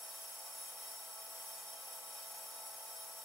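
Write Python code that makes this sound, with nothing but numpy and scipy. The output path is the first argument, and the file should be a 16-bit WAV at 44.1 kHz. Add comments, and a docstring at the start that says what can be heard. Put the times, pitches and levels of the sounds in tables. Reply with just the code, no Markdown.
"""Small gear pump on a bench

A small gear pump whirs steadily. Its gear teeth give a low stack of tones, and their rasp, a pulsed noise,
rings the metal in many narrow resonances, with a fuzzy whistle on one. Mains hum, two fan-like tones and faint
whines are wavering sines in the mids. Shaped noise underneath is the room and fans; a random decaying tail
colours the noises."""
import sys
import numpy as np
from scipy import signal
from scipy.fft import rfft, irfft
from scipy.io import wavfile
from scipy.ndimage import uniform_filter1d

SR = 44100
rng = np.random.default_rng(int(sys.argv[2]) if len(sys.argv) > 2 else 0)


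def store_pcm(level_fs):
    """Save levels as 16-bit WAV."""
    pcm = np.round(np.clip(level_fs, -1, 1) * 32767).astype(np.int16)
    wavfile.write(sys.argv[1], SR, np.atleast_2d(pcm).T)


N = 142884  # length [samples]

MESH_HZ, MESH_WANDER = 177, 0.0015  # teeth meeting per second, rms speed drift [share]
TEETH, SHAFT_WOBBLE = 9, 0.18  # teeth per turn, once-per-turn level swing [share]
HUM_HZ, HUM_WAVER_DB = 120, 2
FAN_WANDER, FAN_WAVER_DB = 0.0006, 1.5  # rms pitch drift [share], also used by the whines; rms level drift
WHINE_WAVER_DB, TONE_WAVER_HZ = 1, 8  # rms level drift of whines and whistle, its speed for all tones
WHISTLE_HZ, WHISTLE_WANDER = 10033, 0.0005  # pitch, rms pitch drift [share]
TOOTH_PULSE = 0.05  # depth of the rasp's pulsing by the teeth [share]
FLICKER_DB, FLICKER_HZ, PATCH_DB = 0.44, 45.3, 0.39  # rasp: overall flicker, its speed, patchiness
RING_DB, NARROWING_HZ = 1, 5  # common level lift and width reduction of all rings
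ROOM_T60_S, ROOM_DB = 0.56, -13.5  # tail decay time, tail level against the direct sound
ECHO_SHARE, ECHO_T60_S = 0.28, 0.08  # power share of the side noise taken from the mid, smear decay time
TONE_WIDTH = 0.69  # tones spread less to the side than the noise
EDGE_HZ = 15770  # top of the band


def amp(db):
    """Decibels to a linear factor."""
    return 10 ** (np.asarray(db) / 20)


def evened(x):
    """Scale to rms 1."""
    return x / np.sqrt(np.mean(abs(x) ** 2) + 1e-20)


def read(points, hz):
    """Read a frequency table along a log-frequency axis."""
    f, value = np.transpose(points)
    return np.interp(np.log(hz + 1), np.log(f + 1), value)


def curve(points):
    """Draw a time table as straight lines over the scene."""
    s, value = np.transpose(points)
    return np.interp(np.arange(N) / SR, s, value)


def drift(hz):
    """Random drift, rms 1, that fades out above hz."""
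    f = np.fft.rfftfreq(N, 1 / SR)
    lowpass = (f > 0) / (1 + (f / hz) ** 2)
    return evened(irfft(rfft(rng.standard_normal(N)) * lowpass, N))


def turning(hz, wander):
    """Running count of cycles of a pitch that drifts slowly."""
    return np.cumsum(hz * (1 + wander * drift(1.68))) / SR


def tone(turns, db, waver_db):
    """A sine from a random phase that wavers in level around db (rms)."""
    level = amp(db + waver_db * drift(TONE_WAVER_HZ))
    return level * np.sqrt(2) * np.sin(2 * np.pi * (turns + rng.random()))


def bed(hz):
    """Room and fan noise: two unrelated white noises shaped by one spectrum."""
    # soft noise floor: (frequency [Hz], density [dB per Hz])
    bed_level = [(25, -139), (60, -128), (78, -117), (95, -124), (120, -119), (200, -113), (230, -115),
                 (260, -103), (340, -103), (385, -110), (450, -100), (600, -92), (900, -89), (1000, -97),
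                 (1400, -99), (2200, -110), (4000, -125)]
    return rfft(rng.standard_normal((2, N))) * amp(read(bed_level, hz))


def room():
    """Direct sound plus a decaying random tail: a fixed fine ripple in the spectrum, for two paths."""
    t = np.arange(SR // 2) / SR
    decay = amp(-60 * t / ROOM_T60_S) * (t > 0.003)  # the tail starts 3 ms after the direct sound
    tail = rfft(rng.standard_normal((2, len(t))) * decay, N)
    return evened(1 + amp(ROOM_DB) * evened(tail))


def echo_path():
    """A short smear of reflections reaching the side of the microphone."""
    t = np.arange(SR // 4) / SR
    smear = rng.standard_normal(len(t)) * amp(-60 * t / ECHO_T60_S)
    return evened(rfft(smear, N))


def mains_hum():
    """Multiples of the hum pitch, steady in pitch and wavering in level."""
    # hum partials: (multiple, level before the slow level of all tones [dB])
    hum_partials = [(4, -78), (5, -81.5), (6, -83), (7, -66.5)]
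    t = np.arange(N) / SR
    return sum(tone(k * HUM_HZ * t, db, HUM_WAVER_DB) for k, db in hum_partials)


def faint_whines():
    """Faint tones, each drifting slightly in pitch and level."""
    # whines: (frequency [Hz], level before the slow level of all tones [dB])
    whine_tones = [(491.2, -81), (950.8, -75), (942, -79)]
    return sum(tone(turning(hz, FAN_WANDER), db, WHINE_WAVER_DB) for hz, db in whine_tones)


def fans():
    """Two fan-like blade tones, each with an octave that follows its drifting pitch."""
    # fans: (blade tone [Hz], level [dB], octave level [dB]), before the slow level of all tones
    blade_tones = [(660.8, -65, -71), (655, -77, -72)]
    out = np.zeros(N)
    for hz, db, octave_db in blade_tones:
        turns = turning(hz, FAN_WANDER)
        out += tone(turns, db, FAN_WAVER_DB)
        out += tone(2 * turns, octave_db, FAN_WAVER_DB)
    return out


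def gear_mesh(mesh):
    """Teeth meeting give a stack of multiples that swells once per turn of the uneven shaft."""
    # mesh partials: (multiple, level before swings [dB], rms waver, its sign only flips the drift [dB])
    mesh_partials = [(1, -87, 1.5), (2, -88, 0), (3, -74.5, -1), (4, -77.5, 5), (5, -66, 2.5)]
    stack = sum(tone(k * mesh, db, waver_db) for k, db, waver_db in mesh_partials)
    return stack * (1 + SHAFT_WOBBLE * np.cos(2 * np.pi * mesh / TEETH))


def tones(mesh):
    """All steady tones under one slow level."""
    # slow level of all tones: (time [s], level [dB])
    tone_level = [(0, -1.5), (.6, -2), (1.2, 0), (2, 1), (2.7, 1), (3.24, 1)]
    return (gear_mesh(mesh) + mains_hum() + fans() + faint_whines()) * amp(curve(tone_level))


def whistle():
    """The strongest ring as a fuzzy whistle: one drifting sine that comes and goes."""
    # whistle: (time [s], level [dB])
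    whistle_level = [(0.0, -70.5), (0.05, -54), (0.11, -68), (0.24, -55.5), (0.5, -66), (0.64, -52),
                     (0.76, -69), (1.21, -69), (1.34, -65), (1.6, -73), (1.94, -62.5), (3.24, -77)]
    return tone(turning(WHISTLE_HZ, WHISTLE_WANDER), curve(whistle_level), WHINE_WAVER_DB)


def rasp(mesh):
    """Two unrelated noises, pulsed by the teeth, flickering together and in time-frequency patches."""
    # rasp, only its shape counts as the result is evened: (time [s], level [dB])
    rasp_level = [(0.0, -49), (0.04, -48), (0.19, -48.5), (0.23, -48), (0.46, -49), (0.68, -47.5),
                  (0.76, -50), (0.83, -47), (1.08, -49.5), (1.42, -48), (1.82, -49), (1.99, -47.5),
                  (2.01, -50), (2.16, -48), (2.75, -49), (2.9, -48.5), (2.95, -48.5), (3.24, -49.5)]
    level = amp(curve(rasp_level) + FLICKER_DB * drift(FLICKER_HZ))
    pulse = 1 + TOOTH_PULSE * np.cos(2 * np.pi * mesh)
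    noise = rng.standard_normal((2, N)) * level * pulse
    z = signal.stft(noise, nperseg=512)[2]
    patches = rng.standard_normal(z.shape[1:])
    patches = uniform_filter1d(patches, size=8, axis=0)  # across frequency
    patches = evened(uniform_filter1d(patches, size=8, axis=1))  # across time
    patchy = signal.istft(z * amp(PATCH_DB * patches), nperseg=512)[1][:, :N]
    return evened(patchy)


def rings(hz):
    """Summed response of the machine's narrow resonances over the rasp heard between them."""
    # resonances rung by the rasp, split into tables by frequency band only: (frequency [Hz], width before the
    # common reduction [Hz], peak before the common lift [dB per Hz])
    base = [(400, 24, -101), (433, 14, -98), (452, 14, -96), (790, 60, -97), (950, 40, -93),
            (1025, 24, -96), (1060, 18, -98), (1122, 55, -88), (1200, 16, -98), (1280, 40, -97)]
    rings_1500_4800 = [(1512.0, 330.0, -102.6), (1971.0, 115.0, -100.6), (2096.0, 18.0, -99.0), (2469.0, 36.0, -92.3),
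                       (2685.0, 115.0, -105.9), (2972.0, 83.0, -107.1), (3184.0, 47.0, -90.1), (3513.0, 42.0, -103.7),
                       (3791.0, 54.0, -91.1), (4404.0, 23.0, -104.9), (4558.0, 101.0, -94.0), (4771.0, 44.0, -105.5)]
    rings_5000_8200 = [(5022.0, 97.0, -99.3), (5150.0, 33.0, -93.9), (5379.0, 52.0, -81.8), (5453.0, 18.0, -91.2),
                       (5583.0, 184.0, -89.2), (6341.0, 103.0, -102.4), (6539.0, 43.0, -84.6),
                       (6731.0, 18.0, -103.0), (6787.0, 24.0, -86.5), (6976.0, 18.0, -103.5),
                       (7473.0, 136.0, -98.8), (7699.0, 57.0, -102.5), (7783.0, 23.0, -94.3), (7907.0, 34.0, -84.9),
                       (8031.0, 62.0, -81.4), (8187.0, 47.0, -102.0)]
    rings_9000_12100 = [(9046.0, 103.0, -85.8), (9161.0, 37.0, -90.3), (9371.0, 128.0, -91.0), (9450.0, 44.0, -87.0),
                        (9731.0, 33.0, -84.6), (9889.0, 43.0, -85.6), (10033.0, 19.0, -75.9), (10086.0, 110.0, -81.4),
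                        (10536.0, 24.0, -83.8), (10592.0, 227.0, -85.8), (11042.0, 164.0, -99.1),
                        (11161.0, 21.0, -88.6), (11227.0, 35.0, -82.6), (11426.0, 73.0, -96.3),
                        (11551.0, 55.0, -90.5), (11702.0, 250.0, -93.2), (12093.0, 33.0, -100.1)]
    rings_12300_15700 = [(12288.0, 43.0, -101.7), (12632.0, 153.0, -91.6), (12811.0, 82.0, -88.1),
                         (12920.0, 82.0, -88.6), (13237.0, 23.0, -98.8), (13427.0, 82.0, -88.5),
                         (13711.0, 65.0, -85.8), (13866.0, 75.0, -96.8), (14093.0, 177.0, -94.1),
                         (14267.0, 45.0, -90.4), (14375.0, 27.0, -96.8), (14680.0, 18.0, -98.3),
                         (14896.0, 69.0, -89.6), (14979.0, 22.0, -94.9), (15328.0, 28.0, -95.2),
                         (15727.0, 37.0, -85.7)]
    # rasp between the rings: (frequency [Hz], density [dB per Hz])
    between = [(40, -175), (300, -135), (1000, -112), (1500, -102), (4500, -104), (8500, -102.5),
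               (9500, -100.5), (15800, -99.5)]
    response = amp(read(between, hz))
    for f, width_hz, db in base + rings_1500_4800 + rings_5000_8200 + rings_9000_12100 + rings_12300_15700:
        narrowed = max(width_hz - NARROWING_HZ, 8)
        response += amp(db + RING_DB) / (1 + (2 * (hz - f) / narrowed) ** 2)
    return response


def stereo(mid_noise, other_noise, steady, hz):
    """Spread mid and side spectra to left and right, the tones a quarter cycle apart in the side."""
    # stereo width before the tones' own narrowing: (frequency [Hz], side minus mid [dB])
    side_level = [(25, -5), (60, -10), (160, -18), (300, -15), (500, -15), (750, -6.5), (1200, -5),
                  (2000, -2.5), (3300, -1.5), (8700, -1.5), (9200, -12), (10800, -24.5), (14000, -17.5),
                  (15800, -18)]
    # balance: (frequency [Hz], left minus right [dB])
    balance = [(60, 0.5), (150, 1), (380, 2.5), (950, 0), (2380, -1), (5980, 0.5), (15000, 0.0)]
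    pan = amp(read(balance, hz) / 2)
    side = np.sqrt(1 - ECHO_SHARE) * other_noise
    side = side + np.sqrt(ECHO_SHARE) * mid_noise * echo_path()
    side = side + 1j * TONE_WIDTH * steady
    side = side * amp(read(side_level, hz))
    mid = mid_noise + steady
    return irfft(np.array([(mid + side) * pan, (mid - side) / pan]), N)


def scene():
    """Room noise, ringing rasp and steady tones, mixed as spectra."""
    hz = np.fft.rfftfreq(N, 1 / SR)
    mesh = turning(MESH_HZ, MESH_WANDER)
    noise = bed(hz) + rfft(rasp(mesh)) * rings(hz)
    mid_noise, other_noise = noise * room() * np.sqrt(SR / 2)  # the root makes table levels per Hz
    steady = rfft(tones(mesh) + whistle())
    return stereo(mid_noise, other_noise, steady, hz)


def record(dry):
    """The band limit: a steep low-pass."""
    lowpass = signal.firwin(2047, EDGE_HZ, window=("kaiser", 9), fs=SR)
    return signal.oaconvolve(dry, lowpass[None], "same")


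dry = scene()
out = record(dry)
store_pcm(out)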